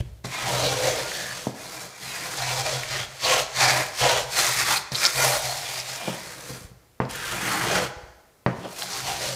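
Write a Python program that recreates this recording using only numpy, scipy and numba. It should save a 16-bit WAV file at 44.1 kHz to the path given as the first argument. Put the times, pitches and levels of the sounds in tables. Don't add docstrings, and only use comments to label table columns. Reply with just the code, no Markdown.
import sys
import numpy as np
from scipy import signal
from scipy.fft import rfft, irfft
from scipy.io import wavfile
from numba import njit

SR = 44100
rng = np.random.default_rng(int(sys.argv[2]) if len(sys.argv) > 2 else 0)


def digitize_waveform(pressure):
    field = np.atleast_2d(pressure).T
    bounded = np.clip(field, -1, 1)
    quanta = np.round(bounded * 32767).astype(np.int16)
    wavfile.write(sys.argv[1], SR, quanta)


N = 412335

# start t/s, swelling t/s, easing t/s, swell range/dB, ease range/dB, sand hiss level/dB, blade rasp level/dB,
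# blade ring level/dB, board growl level/dB, drumming level/dB, body level/dB,
# edge sharpness (grit re hiss) level/dB, board f/Hz, blade f/Hz
PUSHES = [ (0.01, 0.0038, 0.04, -17, 5, -64.5, -62, -57.5, -61.5, -53, -49, -2, 590, 1770),
          (0.245, 0.0091, .012, 3.5, 7, -35.5, -39, -53, -33.5, -39, -37.5, -9, 710, 1770),
          (0.325, 0.08, 0.057, 2.5, -5.5, -36.5, -34.5, -43, -38, -52, -47, -8.5, 670, 1850),
          (0.455, 0.18, 0.14, 3, 3.2, -29, -33, -35.5, -24.5, -39, -39.5, -8, 576, 1360),
          (0.789, 0.094, 0.19, 1.5, 7.5, -28.5, -31, -39, -23.5, -42.5, -43, -8.5, 500, 1900),
          (1.09, 0.03, 0.33, -0.5, 7, -34, -42, -42, -37.5, -48.5, -45.5, -7, 635, 1720),
          (1.621, 0.12, 0.098, 6.5, 0.5, -39.5, -42.5, -59, -42.5, -55.5, -49, -4.5, 660, 1630),
          (2.035, 0.26, 0.062, 6, 1, -34, -35, -46, -37, -50, -44, -5, 716, 1570),
          (2.39, 0.11, 0.12, 0.5, -1, -30.5, -35.5, -59, -32, -43.5, -50, -9.5, 726, 1570),
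          (2.66, 0.049, 0.13, -1.5, 4, -29.5, -34, -42, -30, -42.5, -49.5, -10.5, 567, 1610),
          (2.87, 0.1, 0.059, 4, 3, -32, -32.5, -38, -35.5, -41, -47, -11, 646, 1860),
          (3.257, 0.062, 0.072, 2.5, 1.5, -24.5, -25.5, -26.5, -22, -41, -47.5, -9.5, 628, 1890),
          (3.592, 0.023, 0.1, 5.5, 2, -20.5, -20, -46, -21, -40.5, -43, -11.5, 720, 1930),
          (3.74, 0.064, 0.049, 1, 8.5, -26, -24, -37, -23, -39, -38, -6.5, 613, 1850),
          (3.97, 0.012, 0.023, 3, -5.5, -32.5, -37, -50, -47, -59, -55, -7, 644, 1800),
          (4.037, 0.033, 0.11, 0, 5, -23.5, -24, -25.5, -17.5, -36, -43.5, -10.5, 590, 1480),
          (4.352, 0.037, 0.15, 6, 7.5, -21, -23.5, -36, -25.5, -44.5, -44.5, -6, 700, 1860),
          (4.583, 0.019, 0.068, 1.5, 4, -24, -24.5, -42, -33.5, -43.5, -41, -5.5, 690, 1970),
          (4.68, 0.059, 0.021, 3.5, 3, -24, -22.5, -37, -28, -49, -42, -5, 796, 1250),
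          (4.955, 0.0084, 0.036, 3, 2.5, -30.5, -34, -52, -37, -53, -59, -6, 610, 1566),
          (5.027, 0.019, .04, 1, 2.5, -24, -26, -49, -32, -55, -46, -7, 590, 1650),
          (5.184, 0.044, 0.14, 0.5, 3.5, -25.5, -27, -37, -22.5, -41, -53, -2.5, 609, 1820),
          (5.415, 0.049, 0.15, 3, 7, -29, -34.5, -44, -30, -44, -57, -6, 730, 1660),
          (5.62, 0.099, 0.24, 0.5, 2, -34.5, -38.5, -44, -39, -54, -53.5, -6, 686, 2090),
          (6.01, 0.07, 0.05, 2, 2.5, -40, -39.5, -38.5, -34, -56, -48, -3.5, 700, 1550),
          (6.17, 0.39, .24, 7, 9, -51, -60, -56, -45, -52, -49.5, 4.5, 517, 1560),
          (7.105, 0.052, 0.19, 1.5, -2.5, -40, -40, -41, -50.5, -46.5, -51, -3, 550, 1640),
          (7.325, 0.13, 0.18, 5, -0.5, -35, -30, -39, -33, -46.5, -38.5, -2, 804, 1540),
          (7.635, 0.155, 0.093, 7.5, 11, -27.5, -24.5, -30, -21.5, -35.5, -28.5, -7.5, 575, 1380),
          (8.643, 0.01, .03, 3.5, 9.5, -58, -46, -42.5, -31, -63, -40, -11, 540, 1150),
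          (8.72, 0.099, .01, 9, -2.5, -38.5, -42, -47, -40.5, -70, -60, -2, 640, 1400),
          (8.84, 0.13, .08, 7, 3.5, -31.5, -36, -49, -38, -52, -45.5, -7, 790, 1490),
          (9.06, 0.023, 0.09, 1, 6, -30.5, -34, -35, -27.5, -41, -42, -6.5, 810, 1670),
          (9.2, 0.025, 0.1, 4.5, 3, -30.5, -35.5, -39, -31, -49, -43, -8, 580, 1830)]
# from t/s, to t/s, settling t/s, lift-off t/s, light drag between pushes level/dB
TROWEL_DOWN = [(0, 0.097, .01, 0.11, -65), (0.243, 1.48, 0.0091, 0.14, -45.5),
               (1.563, 4.767, 0.067, 0.15, -49.5), (4.916, 6.542, 0.0092, 0.2, -44),
               (7.093, 7.853, .014, 0.074, -48), (8.55, 9.36, .04, .09, -52.5)]
PART_RESPONSE = { "hiss": (1.02, 0.0074, .002, 265, 220), "grit": (0.92, .006, 0.014, 260, 310),
                 "rasp": (0.96, 0.0012, 0.0026, 280, 360), "growl": (1.61, 0.0023, 0.014, 580, 340),
                 "drum": (0.71, 0.016, 0.013, 350, 160)}
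# start t/s, length t/s, level/dB, first ring f/Hz, last ring f/Hz
BARE_MESH_PATCHES = [(2.05, .25, -44, 1940, 1700), (2.358, 0.2, -38, 1470, 1860),
                     (7.201, 0.24, -40.5, 1690, 1490), (7.422, .27, -36.5, 1800, 1300),
                     (7.726, 0.081, -32, 1400, 2200)]
# start t/s, length t/s, level before gating/dB, ring f/Hz
GRAIN_SCREECHES = [(0.633, 0.061, -33.5, 3900), (1.112, 0.22, -41.5, 1720), (2.952, .016, -35.5, 1930),
                   (2.973, 0.078, -41.5, 3250), (3.232, 0.043, -29, 4200), (4.084, 0.022, -28, 3820),
                   (4.757, 0.023, -30, 4150), (4.946, 0.0089, -22.5, 4030), (4.974, 0.036, -34, 5300),
                   (5.056, .014, -22, 5040), (5.792, 0.019, -39, 5200), (7.013, 0.007, -38.5, 2600),
                   (7.135, 0.12, -42.5, 1560)]
# start t/s, peak level/dB, ring f/Hz, rattle t60/s
EDGE_CLACKS = [(0.258, -30, 4500, 0.038), (0.6525, -17, 4000, .02), (1.117, -23, 1750, .04),
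               (2.338, -24, 1400, 0.036), (2.492, -23, 4400, .02), (2.834, -21, 2120, .04),
               (3.607, -10, 4500, 0.09), (3.807, -23, 750, 0.027), (4.117, -14, 734, 0.024),
               (4.467, -12, 6200, 0.016), (4.601, -16, 5030, .02), (4.683, -19, 1660, .03),
               (4.920, -22, 4500, .12), (4.948, -17, 4020, 0.067), (5.0525, -3, 4560, 0.061),
               (5.062, -8, 5300, 0.044), (5.179, -18, 4500, .02), (5.241, -13.5, 4500, 0.026),
               (5.737, -24.5, 730, 0.035), (5.8, -22, 5300, 0.027), (7.052, -36, 4500, .03),
               (7.111, -25, 9100, .02), (7.16, -26, 12000, .012), (7.241, -24, 1590, .05),
               (8.464, -28, 4140, 0.04), (8.8218, -19, 3620, 0.043), (8.823, -27, 1710, .03),
               (8.935, -20.5, 5300, 0.067)]
# start t/s, peak level of the first push/dB, low-pass f/Hz, high-pass f/Hz,
# shudder and boom trim level/dB
BOARD_BLOWS = [(0.002, -21.5, 76, 16, -1), (0.247, -22.5, 2420, 30, 0), (1.4695, -15.5, 800, 110, -5),
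               (4.919, -26, 1100, 39, 1), (4.931, -32.5, 150, 37, 0), (6.076, -25, 800, 170, 0),
               (6.0815, -19.5, 900, 150, 0), (6.504, -33, 453, 32, -1), (6.533, -36, 246, 30, -1),
               (6.611, -41.5, 150, 33, 0), (6.644, -38.5, 63.8, 20, 1), (6.713, -44.5, 158, 35, -1),
               (7.002, -9, 1880, 16, 0.5), (7.019, -25, 1500, 30, -1), (7.056, -26.5, 910, 49, 3),
               (7.964, -41, 65, 24, -4.5), (8.031, -43.5, 65, 27, -5.5), (8.463, -6, 2200, 20, -0.5),
               (8.585, -31, 920, 30, -2), (8.654, -25, 1150, 200, 0)]
# f/Hz, level/dB, t60/s
BLOW_MODES = [(125.6, 0.5, 0.22), (177.5, -11, 0.28), (467, -3, 0.11), (527, -4, 0.23), (685, -9.5, 0.23),
              (1067, -12.5, .21), (1194, -5, .2), (1494, -3.5, 0.25)]
# f/Hz, level/dB
LOW_BOARD_MODES = [(215, 2), (262, -1.5), (310, 0), (350, 0.5), (419, 0.5)]
# f/Hz, level/dB
GROWL_MODES = [(419, -10), (504, 6.5), (598, -1.5), (632, -4), (717, -2), (800, -0.5), (954, 3.5)]
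# f/Hz, level/dB
RASP_MODES = [(1050, 2.5), (1220, 0.5), (1420, 4), (1610, -6), (1856, -5), (1980, -13.5), (2060, -3),
              (2436, 6)]
# f/Hz, level/dB
BRIGHT_EDGE_MODES = [(3192, -3), (3565, -2.5), (4170, -1), (4756, -3.5), (5400, -5.5), (6200, -4),
                     (7200, -7.5)]
# f/Hz, density level/(dB per Hz)
SCRAPE_SPECTRUM = [(200, -14.5), (260, -5.5), (380, 0.5), (500, -1.5), (720, -1), (1150, -1.5), (1500, -4),
                   (2300, -3.5), (2950, -11.5), (4200, -8), (6500, -10.5), (10000, -19.5), (15300, -28)]
# f/Hz, density level/(dB per Hz)
BLOW_SPECTRUM = [(30, -15), (85, -6), (135, 7), (200, 7), (320, 0.5), (600, 1.5), (1000, -3), (2500, -8),
                 (3300, -15.5), (4300, -5.5), (6200, -17), (15000, -10)]
# f/Hz, density level/(dB per Hz)
AIR_SPECTRUM = [(25, -10), (120, 0), (220, -8), (500, -6), (1000, -13), (2500, -18), (8000, -21),
                (15000, -22)]
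# f/Hz, t60/s
ROOM_DECAY = [(60, 1.4), (130, 0.66), (250, 0.67), (500, 1.01), (1000, 1.13), (2000, 0.83), (4000, 0.74),
              (8000, 1.08), (15000, 0.5)]

GROWL_TRIM_DB, RASP_TRIM_DB, HISS_TRIM_DB, DRUM_TRIM_DB, BODY_TRIM_DB = -6, -4.5, -0.88, 0, -4.5
BOARD_SAG_OCT_PER_S, BLADE_SAG_OCT_PER_S = 0.21, 0.91
THREADS_PER_S, THREAD_SPEEDUP = 260, .4
AIR_DB = -63.5
CUTOFF_HZ = 15400


def scraping(drag_grit_db=-6, drag_growl_db=-2):
    (hiss_gain, grit_gain, rasp_gain, ring_gain, growl_gain, drum_gain, body_gain,
     board_hz, blade_hz) = push_controls()
    contact, drag = touching()
    catching = from_db(1.22 * drift(350) + 0.85 * drift(40) + 0.93 * drift(20))
    sand = grains(catching, per_s=14000, spread_db=-1.0)
    crunch = coloured(sand, SCRAPE_SPECTRUM)
    growl = board_growl(crunch, sand, board_hz)
    rasp = blade_rasp(catching, blade_hz)
    ring = rms_one(cut(crunch, [2700, 3400], "band"))
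    steel_hiss, grit = edge_hiss(catching)
    drum, body = board_drumming(sand)
    hiss = steel_hiss * np.hypot(hiss_gain, drag)
    hiss = hiss + grit * np.hypot(grit_gain, drag * from_db(drag_grit_db))
    blade = (rasp * np.hypot(rasp_gain, drag) + ring * ring_gain) * from_db(RASP_TRIM_DB)
    blade = blade + hiss * from_db(HISS_TRIM_DB)
    board = growl * np.hypot(growl_gain, drag * from_db(drag_growl_db)) * from_db(GROWL_TRIM_DB)
    board = board + drum * drum_gain * from_db(DRUM_TRIM_DB)
    board = board + body * body_gain * from_db(BODY_TRIM_DB)
    return contact * (blade + board)


def board_growl(crunch, sand, board_hz):
    low = cut(cut(crunch, 1024, "low", order=4), 427, "high", order=4)
    low = resonance(resonance(low, 1.12 * board_hz, q=0.97), 1.12 * board_hz, q=1.0)
    moving = resonance(low, board_hz * np.exp(0.04 * drift(13)), q=6.5)
    modes = sheet_modes(low, GROWL_MODES, q=27, swell_db=6, bend=0.015)
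    growl = rms_one(0.87 * rms_one(low) + 1.4 * rms_one(moving) + 1.44 * modes)
    return growl + 0.095 * rms_one(cut(sand, [220, 400], "band"))


def blade_rasp(catching, blade_hz):
    coarse = coloured(grains(catching, per_s=9000, spread_db=-0.5), SCRAPE_SPECTRUM)
    middle = cut(coarse, [950, 2750], "band", order=4)
    moving = resonance(middle, blade_hz, q=2.0)
    modes = sheet_modes(middle, RASP_MODES, q=46, swell_db=9.5, bend=0.029)
    return rms_one(rms_one(middle) + 1.34 * rms_one(moving) + 0.95 * modes)


def edge_hiss(catching):
    fine = coloured(grains(catching, per_s=14000, spread_db=1.0), SCRAPE_SPECTRUM)
    top = cut(cut(fine, 2870, "high", order=4), 8800, "low", order=4)
    modes = sheet_modes(top, BRIGHT_EDGE_MODES, q=29, swell_db=9.5, bend=0.038)
    steel_hiss = 0.71 * rms_one(rms_one(top) + 0.3 * modes)
    finest = coloured(grains(catching, per_s=9000, spread_db=2.5), SCRAPE_SPECTRUM)
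    return steel_hiss, 0.77 * rms_one(cut(finest, 8500, "high", order=4))


def board_drumming(sand):
    lowest = resonance(resonance(sand, 128.7, q=15.6), 108.6, q=7.4)
    drum = rms_one(lowest) + 0.42 * rms_one(cut(sand, [35, 100], "band"))
    broad = resonance(resonance(sand, 181, q=4.0), 167, q=2.3)
    modes = sheet_modes(cut(sand, [190, 440], "band"), LOW_BOARD_MODES, q=12, swell_db=1.5, bend=0.065)
    return drum, rms_one(rms_one(broad) + 0.9 * modes)


def grains(catching, per_s, spread_db):
    sizes = from_db(spread_db * np.minimum(rng.exponential(1, N), 6)) * rng.choice([-1, 1], N)
    return rms_one(sizes * (rng.random(N) < per_s / SR) * catching)


def sheet_modes(x, modes, q, swell_db, bend):
    out = 0
    for hz, db in modes:
        strength = from_db(db + swell_db * np.clip(drift(18), -2, 1.5))
        bent_hz = hz * np.exp(bend * np.clip(drift(9), -2, 2))
        out = out + strength * resonance(x, bent_hz, q)
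    return rms_one(out)


def touching():
    t = np.arange(N) / SR
    contact, drag = np.zeros(N), np.zeros(N)
    for start, end, settle_s, lift_s, drag_db in TROWEL_DOWN:
        settling = np.clip((t - start) / settle_s + .5, 0, 1)
        lifting = np.clip((end - t) / lift_s + 1, 0, 1)
        contact += settling * lifting
        drag += settling * lifting * from_db(drag_db)
    return contact, drag


def push_controls():
    t = np.arange(0, N, 64) / SR
    pushes = {part: from_db([push_db(t, response, *row[:5]) for row in PUSHES])
              for part, response in PART_RESPONSE.items()}
    columns = np.transpose(PUSHES)[:, :, None]
    start, swell_s = columns[:2]
    hiss, rasp, ring, growl, drum, body, sharpness, board_hz, blade_hz = columns[5:]
    levels = [(hiss, "hiss"), (hiss + sharpness, "grit"), (rasp, "rasp"), (ring, "rasp"),
              (growl, "growl"), (drum, "drum"), (body, "drum")]
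    gains = [(from_db(db) * pushes[part]).max(axis=0) for db, part in levels]
    share = pushes["hiss"] / pushes["hiss"].sum(axis=0)
    travel_s = np.clip(t - start - swell_s, -.5, .5)
    sags = (board_hz, BOARD_SAG_OCT_PER_S), (blade_hz, BLADE_SAG_OCT_PER_S)
    pitches = [(share * hz * 2 ** (-sag * travel_s)).sum(axis=0) for hz, sag in sags]
    return in_time(np.column_stack([t, *gains, *pitches]))


def push_db(t, response, start, swell_s, ease_s, swell_db, ease_db):
    follows, early_s, late_s, attack_db_per_s, release_db_per_s = response
    hardest = start + abs(swell_s)
    end = hardest + abs(ease_s)
    effort_db = np.interp(t, [start, hardest, end], [-swell_db, 0, -ease_db])
    attack_db = attack_db_per_s * np.maximum(start - early_s - t, 0)
    release_db = release_db_per_s * np.maximum(t - end - late_s, 0)
    return np.maximum(follows * effort_db - attack_db - release_db, -200)


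def mesh_scratch(jitter=0.27, snap_s=0.0033, uneven_db=2.5, q=2.6, wander=0.19, fade_s=0.058):
    out = np.zeros(N)
    for s, length_s, db, first_hz, last_hz in BARE_MESH_PATCHES:
        t = np.arange(int(length_s * SR)) / SR
        speedup = 1 + THREAD_SPEEDUP * t / length_s
        threads_per_s = THREADS_PER_S * speedup * np.exp(jitter * drift(70)[:len(t)])
        since_snap_s = np.cumsum(threads_per_s) / SR % 1 / threads_per_s
        uneven = from_db(uneven_db * drift(110)[:len(t)])
        snaps = rng.standard_normal(len(t)) * np.exp(-since_snap_s / snap_s) * uneven
        hz = np.interp(t, [0, length_s], [first_hz, last_hz]) * np.exp(wander * drift(20)[:len(t)])
        gate = np.clip(np.minimum(t, length_s - t) / fade_s, 0, 1)
        ringing = rms_one(resonance(cut(snaps, [750, 3000], "band"), hz, q))
        add(out, s, from_db(db) * gate * ringing)
    return out


def screeches(q=10.0, rise_s=0.0086, fall_s=0.0032):
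    out, t = np.zeros(N), np.arange(SR // 2) / SR
    slips = grains(1, per_s=1800, spread_db=2.5)
    for s, length_s, db, hz in GRAIN_SCREECHES:
        gate = np.clip(t / rise_s, 0, 1) * np.exp(-np.maximum(t - length_s, 0) / fall_s)
        dragged = cut(slips[int(s * SR):][:len(t)], [0.53 * hz, 1.5 * hz], "band")
        add(out, s, from_db(db) * gate * rms_one(resonance(dragged, hz, q)))
    return out


def clacks(crack_t60=0.0023, rattle=0.13):
    out, t = np.zeros(N), np.arange(SR // 8) / SR
    for s, db, hz, rattle_t60 in EDGE_CLACKS:
        decay = from_db(-60 * t / crack_t60) + rattle * from_db(-60 * t / rattle_t60)
        contact = rng.standard_normal(len(t)) * decay
        sound = cut(contact, [0.78 * hz, 1.24 * hz], "band") + 0.051 * contact
        add(out, s, from_db(db) * sound / np.abs(sound).max())
    return out


def thuds(toe=0.55, toe_s=0.0011, flutter=0.03, flutter_t60=0.2, boom=0.0047,
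          squelch_db=-47.0, squelch_t60=1.0, soak=0.21):
    out, t = np.zeros(N), np.arange(SR // 2) / SR
    boom_modes = boom * sum(from_db(mode_db - 60 * t / t60) * np.sin(2 * np.pi * hz * t)
                            for hz, mode_db, t60 in BLOW_MODES)
    for s, db, bright_hz, lowest_hz, after_db in BOARD_BLOWS:
        chance = rng.standard_normal(len(t))
        heel = t == 0
        push = heel + toe * min(bright_hz / 2200, 1) * (np.arange(len(t)) == int(toe_s * SR))
        shudder = flutter * chance * from_db(-60 * t / flutter_t60) * (1 - np.exp(-t / 0.0006))
        after = from_db(after_db) * (shudder + boom_modes) * (bright_hz / 1500) ** soak
        first, after = (cut(cut(coloured(part, BLOW_SPECTRUM), lowest_hz, "high"),
                            bright_hz, "low", order=4) for part in (push, after))
        squelch_gain = from_db(squelch_db - 60 * t / squelch_t60) * min(bright_hz / 1500, 1) ** 2
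        squelch = squelch_gain * rms_one(cut(chance, [1500, 6000], "band"))
        add(out, s, from_db(db) * ((first + after) / np.abs(first).max() + squelch))
    return out


def room(x, wet_db, wall_hz):
    t = np.arange(int(1.5 * SR)) / SR
    edges_hz, tail = np.geomspace(40, 16000, 10), 0
    for low, high in zip(edges_hz, edges_hz[1:]):
        band = cut(rng.standard_normal(len(t)), [low, high], "band", order=3)
        tail = tail + band * from_db(-60 * t / at_hz(ROOM_DECAY, np.sqrt(low * high)))
    tail = cut(tail * (1 - np.exp(-t / 0.0021)), wall_hz, "low", order=1)
    return from_db(wet_db) * signal.fftconvolve(x, tail / np.sqrt(np.sum(tail ** 2)))[:N]


def still_air():
    return from_db(AIR_DB) * rms_one(coloured(rng.standard_normal(N), AIR_SPECTRUM))


def from_db(db):
    return np.exp(np.asarray(db) * (np.log(10) / 20))


def rms_one(x):
    return x / np.sqrt(np.mean(x ** 2) + 1e-20)


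def in_time(rows):
    s, *columns = np.transpose(rows)
    return [np.interp(np.arange(N) / SR, s, c) for c in columns]


def at_hz(points, hz):
    points = np.array(points)
    return np.interp(np.log(np.maximum(hz, 1)), np.log(points[:, 0]), points[:, 1])


def cut(x, hz, kind, order=2):
    sos = signal.butter(order, np.clip(hz, 10, SR / 2 - 500), kind, fs=SR, output="sos")
    return signal.sosfilt(sos, x)


def coloured(x, spectrum):
    size = 8192
    cepstrum = irfft(np.log(from_db(at_hz(spectrum, np.fft.rfftfreq(size, 1 / SR)))))
    cepstrum[1:size // 2] *= 2
    cepstrum[size // 2 + 1:] = 0
    return signal.fftconvolve(x, irfft(np.exp(rfft(cepstrum))))[:len(x)]


def drift(per_s):
    knots = rng.standard_normal(N // 40)
    return np.interp(np.arange(N) / SR * per_s, np.arange(len(knots)), knots) * np.sqrt(3 / 2)


@njit
def glide(x, tuning, damping):
    out, low, band = np.zeros(len(x)), 0., 0.
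    for i in range(len(x)):
        low += tuning[i] * band
        band += tuning[i] * (x[i] - low - damping * band)
        out[i] = damping * band
    return out


def resonance(x, hz, q):
    return glide(x, 2 * np.sin(np.pi * hz / SR) * np.ones(len(x)), 1 / q)


def add(out, s, sound):
    start = max(int(s * SR), 0)
    out[start:start + len(sound)] += sound[:N - start]


def scene():
    strokes = scraping() + mesh_scratch() + screeches() + clacks()
    blows = thuds()
    echoes = room(strokes + 1.28 * blows, wet_db=-16.0, wall_hz=4500)
    return (strokes + blows + echoes + still_air())[None]


def record(dry):
    rounded = 1.819 * np.tanh(cut(dry, 37, "high") / 1.247)
    top_cut = signal.ellip(10, .1, 90, CUTOFF_HZ, fs=SR, output="sos")
    return signal.sosfilt(top_cut, rounded)


dry = scene()
out = record(dry)
digitize_waveform(out)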